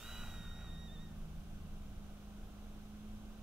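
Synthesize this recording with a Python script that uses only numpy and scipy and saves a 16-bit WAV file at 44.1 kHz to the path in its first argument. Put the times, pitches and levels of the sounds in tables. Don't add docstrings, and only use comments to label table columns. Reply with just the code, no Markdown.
import sys
import numpy as np
from scipy import signal
from scipy.fft import rfft, irfft
from scipy.io import wavfile
from scipy.ndimage import uniform_filter1d

SR = 44100
rng = np.random.default_rng(int(sys.argv[2]) if len(sys.argv) > 2 else 0)


def amplitude_ratio(level_db):
    exponent = np.asarray(level_db, float) / 20
    return 10 ** exponent


def master(y):
    cut = np.clip(np.atleast_2d(y).T, -1, 1)
    pcm = np.round(cut * 32767)
    wavfile.write(sys.argv[1], SR, pcm.astype(np.int16))


N = 150822
FIELD_LAG_SAMPLES = 4


def rms_one(x):
    return x / np.sqrt(np.mean(x ** 2) + 1e-20)


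def in_time(rows):
    s, *columns = np.transpose(rows)
    return [np.interp(np.arange(N) / SR, s, c) for c in columns]


def at_hz(points, hz):
    p = np.array(points, float)
    return np.interp(np.log(hz + 1), np.log(p[:, 0] + 1), p[:, 1])


def drift(rate):
    step = 40
    r = np.exp(-2 * step * np.pi * rate / SR)
    kicks = rng.standard_normal(N // step + 2002)
    slow = signal.lfilter([1], [1, -2 * r, r * r], kicks)[2000:]
    slow = rms_one(slow - slow.mean())
    return np.interp(np.arange(N) / step, np.arange(len(slow)), slow)


def resonance(x, hz, width_hz):
    r = np.exp(-np.pi * width_hz / SR)
    ringing = [1, -2 * r * np.cos(2 * np.pi * hz / SR), r * r]
    return signal.lfilter([(1 - r * r) / 2, 0, (r * r - 1) / 2], ringing, x)


def pair(mid, side, alike, lag):
    hz = np.fft.rfftfreq(N, 1 / SR)
    alike = np.clip(alike, 0, 1)
    late = np.exp(-1j * np.pi * hz * lag / SR)
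    shared = np.sqrt(1 + alike) * mid
    unshared = np.sqrt(1 - alike) * side
    return irfft(np.array([(shared + unshared) * late, (shared - unshared) / late]), N)


def tilted(x, balance, top_hz):
    hz = np.fft.rfftfreq(N, 1 / SR)
    tilt = at_hz(balance, hz) / 2
    return irfft(rfft(x) * amplitude_ratio(np.array([tilt, -tilt])) * (hz < top_hz), N)


# (frequency [Hz], likeness [0 to 1])
PORT_LIKENESS = [(30, .985), (150, 0.88), (330, 0.72), (700, 0.82), (1300, 0.55), (2400, 0.29),
                 (5000, 0.0075)]


def field_noise(colour):
    hz = np.fft.rfftfreq(N, 1 / SR)
    inside = (hz > colour[0][0]) * (hz < colour[-1][0])
    mid, side = rfft(rng.standard_normal((2, N))) * amplitude_ratio(at_hz(colour, hz)) * inside
    return rms_one(pair(mid, side, at_hz(PORT_LIKENESS, hz), FIELD_LAG_SAMPLES))


# (frequency [Hz], density [dB per Hz])
HISS_COLOUR = [(1500, 1.5), (1850, -4.5), (2900, 0), (3900, -2.5), (4400, -7.5), (5700, -6.5), (7200, -9),
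               (9300, -11.5)]
HISS_DB = -71
# (frequency [Hz], density [dB per Hz])
TOP_HISS_COLOUR = [(9300, 1), (10300, 3), (11200, -4), (13300, 2.5), (14300, -1), (15300, 0.5), (16500, 1)]
TOP_HISS_DB = -76.5


def port_hiss():
    main = amplitude_ratio(HISS_DB + 2.5) * field_noise(HISS_COLOUR)
    return main + amplitude_ratio(TOP_HISS_DB + 2) * field_noise(TOP_HISS_COLOUR)


# (frequency [Hz], density [dB per Hz])
FIELD_COLOUR = [(200, -22), (240, 0.5), (500, -8), (780, -6.5), (900, -14), (1050, -11), (1500, -12),
                (1800, -35)]
FIELD_DB, FIELD_SWELL_DB = -62.5, .4


def open_field():
    return amplitude_ratio(FIELD_DB + FIELD_SWELL_DB * drift(1.3)) * field_noise(FIELD_COLOUR)


# (frequency [Hz], width [Hz], level [dB])
NARROW_BANDS = [
    (6180, 140, -83.5),
    (6460, 6.9, -115),
]


def narrow_bands():
    out = 0
    for hz, width_hz, db in NARROW_BANDS:
        once = resonance(rng.standard_normal((2, N)), hz, width_hz)
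        out = out + amplitude_ratio(db) * rms_one(resonance(once, hz, width_hz))
    return out


# (time [s], level [dB])
RUMBLE_LEVEL = [(0.0, -55.5), (0.3, -47.5), (0.48, -50), (2.12, -51.5), (2.15, -55), (3.39, -52.5),
                (3.42, -49)]
# (frequency [Hz], density [dB per Hz])
RUMBLE_COLOUR = [(6, -12), (14, 6), (27, 5), (40, -3.5), (70, -4.5), (120, -14.5), (190, -11.5)]


def rumble():
    db, = in_time(RUMBLE_LEVEL)
    return amplitude_ratio(db + 1) * field_noise(RUMBLE_COLOUR + [(240, -22)])


# (time [s], level [dB])
RUSTLE_LEVEL = [(0.0, -69), (0.308, -73.5), (0.49, -82.5), (0.718, -88), (0.734, -97), (0.742, -82),
                (0.75, -91)]
# (frequency [Hz], density [dB per Hz])
RUSTLE_COLOUR = [(300, 8.5), (3000, 3), (5000, 4), (7400, 6.5), (8600, 0), (10200, 3), (11400, -4),
                 (13500, 3)]
# (frequency [Hz], left minus right [dB])
RUSTLE_BALANCE = [(3000, -2.5), (8000, 2), (11000, 6), (14000, -11)]
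RUSTLE_DB = 11


def rustle():
    db, = in_time(RUSTLE_LEVEL + [(RUSTLE_LEVEL[-1][0] + .3, -100)])
    air = field_noise(RUSTLE_COLOUR + [(16000, -2.2)])
    return amplitude_ratio(db + RUSTLE_DB) * tilted(air, RUSTLE_BALANCE, SR / 2)


# (time [s], tone at eight times shaft speed [Hz], level of that tone [dB], load [dB])
ENGINE_COURSE = [(0, 224.6, -64, -65.5), (.25, 224.2, -60, -59), (.66, 218.5, -62, -57.5),
                 (1.07, 211, -58, -56.5), (1.45, 206.5, -59, -56.5), (1.74, 203.2, -55.5, -58),
                 (1.92, 203.2, -58, -64), (2.72, 207.8, -58.5, -65.5), (3.06, 211, -52.5, -66.5),
                 (3.42, 213.5, -57, -74)]
# (multiple of shaft speed, level [dB], share of the load swing, phase wander [radians])
ENGINE_ORDERS = [(1, -60, .3, 1.2), (2, -58, .3, .9), (3, -59, .9, .8), (4, -65, .1, .6),
                 (6, -59, 1.3, .35), (7, -65, 1.1, .8)]
ENGINE_WOBBLE_DB, LOW_WOBBLE_DB, LOAD_REF_DB = 1.3, 2.2, -58


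def engine():
    hz, db, load_db = in_time(ENGINE_COURSE)
    shaft = 2 * np.pi * np.cumsum(uniform_filter1d(hz, size=4000)) / SR / 8
    out = amplitude_ratio(db + ENGINE_WOBBLE_DB * drift(5)) * np.sin(8 * shaft)
    for order, level_db, share, wander in ENGINE_ORDERS:
        order_db = level_db + share * (load_db - LOAD_REF_DB) + LOW_WOBBLE_DB * drift(5)
        phase = round(order) * shaft + wander * drift(4.6) + rng.uniform(0, 2 * np.pi)
        out += amplitude_ratio(order_db) * np.sin(phase)
    return np.sqrt(2) * out


# (time [s], pitch [Hz], level of the second partial [dB])
WHISTLE_COURSE = [(0, 1935, -64), (.05, 1948, -58.5), (.13, 1951, -57), (.26, 1928, -59.5),
                  (.47, 1858, -60.5), (.64, 1904, -62), (.86, 1894, -62), (1.035, 1886, -66),
                  (1.17, 1762, -88)]
# (time [s], drop in pitch [Hz], climb back [s])
TRILL_DIPS = [
    (.687, 62, .034),
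    (.758, 50, .03),
    (.83, 22, .022),
    (.894, 108, .032),
    (.972, 106, .031),
]
DROP_S, DIP_SQUARENESS = .018, 2.2
SCOOP_HZ, SCOOP_S = 175, .037


def pitch():
    t = np.arange(N) / SR
    hz = uniform_filter1d(in_time(WHISTLE_COURSE)[0], size=900)
    for s, depth_hz, climb_s in TRILL_DIPS:
        spread = np.where(t < s, DROP_S, climb_s)
        hz = hz - depth_hz * np.exp(-np.abs((t - s) / spread) ** DIP_SQUARENESS)
    return hz - SCOOP_HZ * np.exp(-t / SCOOP_S)


# (time [s], level [dB])
RASP_LEVEL = [(0.0, -60), (0.258, -54.5), (0.51, -64.5), (0.52, -62.5), (0.66, -62.5), (0.812, -80),
              (0.82, -82)]
# (frequency [Hz], width [Hz], level [dB], extra fade [dB per s])
THROAT = [(747, 270, -10.5, -2.5), (1247, 110, -4.5, 5), (1443, 78, 0, 2), (2483, 84, -5, 8),
          (2770, 320, -9.5, 11), (3300, 230, -10.5, 18)]
RASP_FLICKER_DB, RASP_PULSES_PER_S, RASP_PULSE_DEPTH = 1.1, 120, .8
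QUARTER_LINE_DB, QUARTER_JITTER = -6, .75


def rasp():
    t = np.arange(N) / SR
    pulse_hz = RASP_PULSES_PER_S * (1 + .25 * drift(31.56))
    throb = 1 + RASP_PULSE_DEPTH * np.sin(2 * np.pi * np.cumsum(pulse_hz) / SR)
    air = rng.standard_normal(N) * throb
    breath = 0
    for k, (hz, width_hz, db, fade_db) in enumerate(THROAT):
        breath = breath + (-1) ** k * amplitude_ratio(db - fade_db * t) * resonance(air, hz, width_hz)
    db, = in_time(RASP_LEVEL + [(1.3, -100)])
    line_phase = 3 * np.pi / 2 * np.cumsum(pitch()) / SR + QUARTER_JITTER * drift(35)
    line = np.sin(line_phase) * throb
    return amplitude_ratio(db + RASP_FLICKER_DB * drift(10)) * (amplitude_ratio(18.5) * breath + amplitude_ratio(QUARTER_LINE_DB) * line)


# (multiple of pitch, level at mean effort [dB], gain per 100 Hz of flat pitch [dB], effort share)
PARTIALS = [(1, -69.5, -2.5, .35), (2, -61, 1.5, 1), (3, -77, -15, .3), (4, -82.5, -4, .6)]
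# (multiple of pitch, level [dB])
HALF_LINES = [(.5, -13.5), (1.5, -2.5), (2.5, -18.5), (3.5, -33)]
# (time [s], level [dB])
DOUBLING = [(0, -14), (.03, -6), (.065, -2), (.1, -8), (.15, 0), (.225, -3), (.27, -13), (.32, -30)]
OPEN_PITCH_HZ, MEAN_EFFORT_DB, SHIMMER_DB = 1885, -61, .3
WAVER_HZ, WAVER_RATE = 3.0, 25
HALF_SHIMMER_DB, HALF_JITTER = 2.2, .6


def whistle():
    t = np.arange(N) / SR
    db = in_time(WHISTLE_COURSE)[1]
    hz = pitch() + WAVER_HZ * drift(WAVER_RATE)
    phase = 2 * np.pi * np.cumsum(hz) / SR
    flat = np.maximum(OPEN_PITCH_HZ - hz, 0) / 100
    out = np.zeros(N)
    for k, level_db, flat_db, share in PARTIALS:
        partial_db = level_db + flat_db * flat + share * (db - MEAN_EFFORT_DB) + SHIMMER_DB * drift(30)
        out += amplitude_ratio(partial_db) * np.sin(round(k) * phase)
    half = np.zeros(N)
    for k, level_db in HALF_LINES:
        strength = amplitude_ratio(level_db + HALF_SHIMMER_DB * drift(27))
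        half += strength * np.sin(round(2 * k) / 2 * phase + HALF_JITTER * drift(25))
    half_db, = in_time(DOUBLING)
    out += amplitude_ratio(db + half_db) * (t < DOUBLING[-1][0]) * half
    return np.sqrt(2) * out * np.clip((WHISTLE_COURSE[-1][0] - t) / .02, 0, 1)


BIRD_LAG_SAMPLES, BIRD_PAN_DB = 1.06, -2


def scene():
    out = port_hiss() + open_field() + narrow_bands() + rumble() + rustle()
    out += pair(rfft(engine()), 0, 0.91, FIELD_LAG_SAMPLES) / np.sqrt(2)
    out += pair(rfft(rasp()), 0, 1, BIRD_LAG_SAMPLES) / np.sqrt(2)
    pan = amplitude_ratio(np.array([[.5], [-.5]]) * BIRD_PAN_DB)
    return out + pair(rfft(whistle()), 0, 1, BIRD_LAG_SAMPLES) / np.sqrt(2) * pan


# (frequency [Hz], left minus right [dB])
PORT_BALANCE = [(60, -0.5), (150, -2), (380, -3), (950, -1.0), (2380, -1), (5980, -2.5), (15000, 0.5)]


def top_cut(x):
    return signal.sosfilt(signal.butter(12, 15670, fs=SR, output="sos"), x)


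def record(dry):
    mix = tilted(dry, PORT_BALANCE, 15690)
    return top_cut(mix)


dry = scene()
out = record(dry)
master(out)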